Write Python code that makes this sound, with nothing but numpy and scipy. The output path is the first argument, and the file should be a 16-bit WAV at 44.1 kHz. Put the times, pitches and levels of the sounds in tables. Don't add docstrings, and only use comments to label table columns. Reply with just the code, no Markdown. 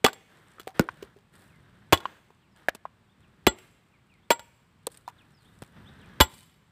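import sys
import numpy as np
from scipy import signal
from scipy.fft import rfft, irfft
from scipy.io import wavfile

SR = 44100
rng = np.random.default_rng(int(sys.argv[2]) if len(sys.argv) > 2 else 0)


def to_wav(s):
    ch = np.atleast_2d(s).T
    pcm = np.round(np.clip(ch, -1, 1) * 32767)
    wavfile.write(sys.argv[1], SR, pcm.astype(np.int16))


N = 295911
TIME = np.arange(N) / SR
AGE = TIME[:SR // 2]


def from_db(db):
    return 10 ** (np.asarray(db) / 20)


def rms_one(x):
    return x / np.sqrt(np.mean(x ** 2) + 1e-20)


def fade(age, t60):
    return np.exp(-np.log(1000) * np.maximum(age, 0) / t60)


def add(out, s, sound):
    at = max(int(round(s * SR)), 0)
    out[at:at + len(sound)] += sound[:N - at]


def noise(spectrum, size, tilt_db=0):
    octave = np.log2(np.maximum(np.fft.rfftfreq(size, 1 / SR), 1))
    hz, db = np.transpose(spectrum)
    colour_db = np.interp(octave, np.log2(hz), db)
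    slope_db = tilt_db * np.maximum(octave, np.log2(hz[0]))
    return rms_one(irfft(rfft(rng.standard_normal(size)) * from_db(colour_db + slope_db), size))


def grain(size, per_s, depth_db):
    steps = np.clip(rng.standard_normal(size), -2, 2)
    wander = np.interp(np.arange(size) * per_s / SR, np.arange(size), steps)
    return rms_one(from_db(depth_db * wander))


def mode(hz, t60, soft_cycles=0):
    swell = 1 - np.exp(-(AGE * hz / (soft_cycles + 1e-6)) ** 2)
    return np.sin(2 * np.pi * hz * AGE) * fade(AGE, t60) * swell


# (frequency [Hz], relative level [dB])
AIR_COLOUR = [(200, -8), (350, -1.5), (700, -3), (1100, -0.5), (2000, -5.5), (3300, -9.5), (4500, -15),
              (6400, -23), (8000, -16.5), (10000, -27), (15000, -27)]
# (frequency [Hz], relative level [dB])
RUMBLE_COLOUR = [(15, -50), (25, -12.5), (47, -5), (97, 2.5), (188, 1), (299, -11), (379, -13), (500, -23),
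                 (650, -45), (1100, -120)]
def outdoors(air_db=-69, rumble_db=-64.5):
    return from_db(air_db) * noise(AIR_COLOUR, N) + from_db(rumble_db) * noise(RUMBLE_COLOUR, N)


# (frequency [Hz], relative level [dB])
CRACK_COLOUR = [(60, -23.5), (150, -8), (300, -1.5), (700, 1), (1500, -5), (2500, -6), (4000, -7.5),
                (6500, -19.5), (8200, -18.5), (10500, -21), (15000, -17.5)]
# (time [s], crack level [dB], crack hold [s], crack t60 [s], crack tilt [dB/octave],
# shell pitch [Hz], shell level [dB], hollow pitch [Hz], hollow level [dB], thump pitch [Hz],
# thump level [dB], blade level [dB], blade boost centre [Hz], boost [dB], ping level [dB])
CHOP_HITS = [(0.0427, -12.5, 0.0042, .08, -0.9, 429, 1.5, 778, -6.5, 52.2, -33.5, -19.5, 3302, 8.5, -26.5),
             (1.9252, -11.5, 0.008, 0.054, -.5, 335.4, -6.5, 1092, -7, 86.3, -16, -22, 3127, 9.5, -29.5),
             (3.4673, -10.5, .004, 0.032, -0.7, 368, 2.5, 559.6, -16, 61, -19, -18.5, 1412, 4, -18.5),
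             (4.3034, -13.5, 0.0042, .054, 0.6, 502, -12.5, 937, -4.5, 70.76, -51, -27, 1965, 13.5, -19),
             (6.2026, -7.5, 0.0034, 0.065, 0.7, 380, -5, 1025, -6.5, 70, -6.5, -10, 11920, 10.5, -15)]
def chops(lower_ratio=0.59, lower_db=-6):
    impacts, ringing = np.zeros(N), np.zeros(N)
    for (s, crack_db, hold, t60, tilt_db, shell_hz, shell_db, hollow_hz, hollow_db,
         thump_hz, thump_db, blade_db, boost_hz, boost_db, ping_db) in CHOP_HITS:
        fractures = grain(len(AGE), per_s=900, depth_db=4.5) * fade(AGE - hold, t60)
        add(impacts, s, from_db(crack_db) * noise(CRACK_COLOUR, len(AGE), tilt_db) * fractures)
        shell = mode(shell_hz, .03, soft_cycles=0.92)
        shell += from_db(lower_db) * mode(shell_hz * lower_ratio, .04, soft_cycles=0.93)
        add(impacts, s, from_db(shell_db) * shell)
        add(impacts, s, from_db(hollow_db) * mode(hollow_hz, 0.065, soft_cycles=5.9))
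        add(impacts, s + 0.0012, from_db(thump_db) * mode(thump_hz, 0.084, soft_cycles=0.29))
        weights_db = boost_db * np.exp(-(np.log2(BLADE_HZ / boost_hz) / .17) ** 2)
        steel = from_db(blade_db) * blade(weights_db) + from_db(ping_db) * edge_ping()
        add(ringing, s + .005, steel * (1 - fade(AGE, .025)))
    return impacts, ringing


# (frequency [Hz], level [dB], t60 [s])
BLADE_MODES = [(875, -1, .08), (1412, -1, .08), (1965, -2, .075), (2958, -1, .06), (3392, 1, .065),
               (3940, -5, .05), (4226, -11, .07), (4828, -20, .08), (5920, -19, .07), (6589, -18, .06),
               (9750, -25, .07), (10390, -26, .07), (11708, -15, .06), (12530, -34, .06),
               (14200, -14, .035)]
BLADE_HZ = np.array(BLADE_MODES)[:, 0]
def blade(weights_db, spread_db=3.5):
    out = 0
    for (hz, db, t60), weight_db in zip(BLADE_MODES, weights_db):
        gain = from_db(db + weight_db + rng.normal(0, spread_db))
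        out += gain * mode(hz, t60, soft_cycles=0.62) * rng.choice([-1, 1])
    return out


def edge_ping(edge_hz=7618, t60=0.088, free_db=-38, free_t60=.42, twin_gap_hz=75, twin_db=-6):
    def ring(hz):
        return mode(hz, t60, soft_cycles=3.5) + from_db(free_db) * mode(hz, free_t60)
    return ring(edge_hz) + from_db(twin_db) * ring(edge_hz + twin_gap_hz)


# (frequency [Hz], relative level [dB])
SNAP_COLOUR = [(800, -21.5), (2500, -10.5), (4000, -1), (6300, -12), (8200, 7), (11000, -5), (15000, -14.5)]
# (time [s], level [dB], t60 [s])
SNAP_HITS = [(0.0463, -3, 0.00053), (0.772, -58, 0.025), (1.361, -61.5, 0.037), (1.393, -58, 0.033),
             (1.419, -64, .03), (2.7487, -41.5, 0.024), (4.8688, -19, 0.0088), (4.917, -52, 0.073),
             (4.973, -42, 0.019), (5.621, -43.5, 0.01)]
def snaps():
    out = np.zeros(N)
    for s, db, t60 in SNAP_HITS:
        add(out, s, from_db(db) * noise(SNAP_COLOUR, len(AGE)) * fade(AGE, t60))
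    return out


# (frequency [Hz], relative level [dB])
WALL_COLOUR = [(70, -26), (200, -10.5), (400, -10), (1000, -8.5), (2200, 0.5), (4000, -4.5), (8000, 1),
               (15000, -5.5)]
def yard(send, near_db=-31, near_t60=0.31, far_db=-37, far_delay_s=.12, far_swell_s=0.029, far_t60=0.94):
    near_shape = rms_one(fade(AGE, near_t60) * (AGE > .006))
    far_attack = np.exp(-(np.minimum(AGE - far_delay_s, 0) / far_swell_s) ** 2)
    far_shape = rms_one(fade(AGE - far_delay_s, far_t60) * far_attack)
    near = from_db(near_db) * near_shape * noise(GRIT_COLOUR, len(AGE))
    far = from_db(far_db) * far_shape * noise(WALL_COLOUR, len(AGE))
    return signal.fftconvolve(send, (near + far) / np.sqrt(len(AGE)))[:N]


# (frequency [Hz], relative level [dB])
GRIT_COLOUR = [(50, -21.5), (150, -2.5), (400, 1), (1500, -0.5), (3500, -2.5), (6000, -9.5), (8200, -10.5),
               (11000, -14), (15000, -14.5)]
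# (time [s], body level [dB], body pitch [Hz], hollow level [dB],
# hollow pitch [Hz], hollow t60 [s], grit level [dB], grit t60 [s])
KNOCK_HITS = [(0.0640, -17.5, 693, -11, 1180, 0.033, -25, 0.044),
              (0.083, -24, 845, -19.5, 1480, 0.028, -26, 0.019),
              (0.5836, -43, 505, -37.5, 1290, 0.019, -64.5, .016),
              (0.597, -29.5, 380, -40.5, 1310, 0.031, -52, 0.37),
              (0.672, -18, 450, -35.5, 763, 0.13, -40, 0.083),
              (0.795, -2.5, 416, -16, 1448, 0.041, -22, 0.041),
              (0.7961, 2, 191, -19, 329, 0.11, -39, 0.051),
              (0.888, -19, 1014, -16.5, 1493, 0.014, -33.5, 0.013),
              (1.025, -40, 160.3, -30, 400, .05, -46, 0.054),
              (1.162, -44, 206.5, -47, 405, 0.088, -60.5, 0.15),
              (1.9750, -42, 1394, -28.5, 3390, 0.019, -33.5, 0.04),
              (2.0548, -9.5, 1058, -30, 2950, 0.02, -63, 0.049),
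              (2.304, -43, 445, -41.5, 950, .009, -64, 0.0195),
              (2.685, -6, 637, -8.5, 1673, 0.018, -24, 0.025),
              (2.75, -31.5, 191, -56, 711, 0.013, -37.5, 0.028),
              (2.8530, -19.5, 740, -23.5, 1052, 0.019, -48, 0.017),
              (4.3051, -9.5, 400, -14, 630, .03, -32, .02),
              (4.8707, -22, 943, -20.5, 471, 0.025, -38.5, 0.038),
              (5.078, -28.5, 738, -27.5, 975, 0.044, -44.5, 0.082),
              (5.621, -23.5, 175, -14.5, 510, 0.0066, -33.5, 0.042),
              (6.2042, -3.5, 597, -5.5, 1580, 0.023, -24, 0.018)]
def knocks(reference_t60=0.016, reference_hz=515, damping_power=.35):
    out = np.zeros(N)
    for s, body_db, body_hz, hollow_db, hollow_hz, hollow_t60, grit_db, grit_t60 in KNOCK_HITS:
        body_t60 = reference_t60 * (reference_hz / body_hz) ** damping_power
        body = from_db(body_db) * clatter(body_hz, body_t60)
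        hollow = from_db(hollow_db) * clatter(hollow_hz, hollow_t60)
        grit = from_db(grit_db) * noise(GRIT_COLOUR, len(AGE))
        crunch = grain(len(AGE), per_s=530, depth_db=11) * fade(AGE, grit_t60)
        add(out, s, body - hollow + grit * crunch)
    return out


def clatter(hz, t60, rocking_db=-16, rocking_stretch=2.2):
    band = [(hz / 10, -40), (hz / 1.4, -11), (hz, 0), (hz * 2.1, -14), (hz * 10, -55)]
    rocking = noise(band, len(AGE)) * fade(AGE, t60 * rocking_stretch) * (1 - fade(AGE, 0.0036))
    return mode(hz, t60, soft_cycles=0.6) + from_db(rocking_db) * rocking


# (time [s], blade level [dB], tilt [dB/octave], ping level [dB], scuff level [dB])
GRAZE_HITS = [(0.131, -58, 10, -45.5, -39.5), (0.5970, -46, 3.5, -56, -67), (2.0030, -53, -2, -76, -45.5),
              (3.586, -64, 6, -56, -48.5), (4.3941, -55, -5.5, -49, -41)]
def grazes(pivot_hz=4000, scuff_t60=0.037):
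    out = np.zeros(N)
    for s, db, tilt_db, ping_db, scuff_db in GRAZE_HITS:
        weights_db = tilt_db * np.log2(BLADE_HZ / pivot_hz)
        ring = from_db(db) * blade(weights_db) + from_db(ping_db) * edge_ping()
        scuff = from_db(scuff_db) * noise(GRIT_COLOUR, len(AGE)) * fade(AGE, scuff_t60)
        add(out, s, ring + scuff)
    return out


# (time [s], length [s], scrape level [dB], husk level [dB], rumble level [dB])
RUB_MOVES = [(0.259, 0.3, -61.5, -76, -80), (0.739, 0.063, -51, -69.5, -62.5), (0.864, 0.18, -59, -75, -57),
             (1.313, 0.15, -61, -70.5, -61), (1.473, 0.52, -65.5, -84.5, -60.5),
             (2.003, 0.1, -55.5, -85, -66), (2.553, 0.06, -61, -75, -73.5), (3.15, .3, -71, -88, -62.5),
             (3.564, 0.085, -64.5, -72, -69), (4.895, .06, -66.5, -69, -67.5),
             (5.1, 0.23, -67.5, -81, -63.5), (5.379, .3, -66, -76, -60.5), (5.682, .52, -58, -76.5, -53),
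             (6.28, 0.091, -75, -61.5, -58.5)]
def rub_envelopes(attack_share=0.18, release_t60=0.52):
    power = np.zeros((3, N))
    for s, length, *levels_db in RUB_MOVES:
        attack = np.clip((TIME - s) / (attack_share * length), 0, 1)
        release = fade(TIME - s - length, release_t60)
        power += np.outer(from_db(levels_db), attack * release) ** 2
    return np.sqrt(power)


# (frequency [Hz], relative level [dB])
SCRAPE_COLOUR = [(180, -31), (300, -2.5), (686, -8), (1190, -7), (1650, -2.5), (2400, -15.5), (3630, -14.5),
                 (4390, -24), (6000, -27.5), (7800, -45.5)]
# (frequency [Hz], relative level [dB])
HUSK_COLOUR = [(2350, -30.5), (4000, -6.5), (4380, -9.5), (6400, -15.5), (7940, -5), (10300, -9.5),
               (11500, -10.5), (14400, -9.5), (15500, -14.5)]
def handling(rustle_db=-1, loose_grit_db=-90):
    scrape_gain, husk_gain, rumble_gain = rub_envelopes()
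    scrape = noise(SCRAPE_COLOUR, N) * grain(N, per_s=74, depth_db=1.5)
    rustle = from_db(rustle_db) * noise(HUSK_COLOUR, N) * grain(N, per_s=560, depth_db=2)
    husk = rustle + crackle(per_s=83)
    rumble = noise(RUMBLE_COLOUR, N)
    loose_grit = from_db(loose_grit_db) * crackle(per_s=12)
    return scrape_gain * scrape + husk_gain * husk + rumble_gain * rumble + loose_grit


def crackle(per_s, size_db=5, tilt_db=-5.5, t60=.012):
    sizes = from_db(size_db * np.minimum(rng.exponential(1, N), 3))
    triggers = rng.random(N) < per_s / SR
    envelope = signal.fftconvolve(sizes * triggers, fade(AGE, t60))[:N]
    return rms_one(envelope * noise(SNAP_COLOUR, N, tilt_db))


WHISTLE_GLIDES = {"down": (4150, 2750, 2280), "low": (3050, 2230, 2080), "up": (2950, 3580, 3720),
                  "long": (5700, 4620, 3300)}
# (time [s], length [s], whistle [name], level [dB])
BIRD_CALLS = [(1.482, .1, "low", -62.5), (2.401, .08, "down", -69), (2.493, .14, "long", -75.5),
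              (3.083, .05, "up", -71.5), (3.219, 0.057, "down", -68.5), (3.915, 0.08, "low", -67),
              (4.088, .11, "low", -63.5), (4.224, 0.041, "up", -71), (5.045, 0.038, "up", -65),
              (5.181, 0.053, "down", -60), (5.326, 0.13, "long", -65.5), (5.448, 0.049, "up", -58),
              (5.857, 0.039, "up", -51.5), (5.998, 0.068, "down", -54)]
def birds():
    out = np.zeros(N)
    for s, length, whistle, db in BIRD_CALLS:
        progress = np.minimum(AGE / length, 1)
        glide = np.polyfit([0, .5, 1], WHISTLE_GLIDES[whistle], 2)
        hz = np.polyval(glide, progress) * grain(len(AGE), per_s=400, depth_db=.15)
        swell = np.sqrt(np.abs(np.sin(np.pi * progress)) / 2)
        flutter = grain(len(AGE), per_s=150, depth_db=5)
        tone = np.sin(2 * np.pi * np.cumsum(hz) / SR)
        add(out, s, from_db(db) * swell * flutter * tone)
    return out


def scene(steel_send_db=-3.5, nut_send_db=-8, bird_send_db=18.5):
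    impacts, ringing = chops()
    steel = ringing + grazes()
    nuts = knocks() + snaps()
    song = birds()
    send = (impacts
            + from_db(steel_send_db) * steel
            + from_db(nut_send_db) * nuts
            + from_db(bird_send_db) * song)
    return (impacts + steel + nuts + song + yard(send) + handling() + outdoors())[None]


def record(dry, low_cut_hz=36, clip_level=.95, high_cut_hz=15400):
    thinned = signal.sosfilt(signal.butter(4, low_cut_hz, "high", fs=SR, output="sos"), dry)
    clipped = np.clip(thinned, -clip_level, clip_level)
    return signal.sosfilt(signal.ellip(10, .3, 80, high_cut_hz, fs=SR, output="sos"), clipped)


dry = scene()
out = record(dry)
to_wav(out)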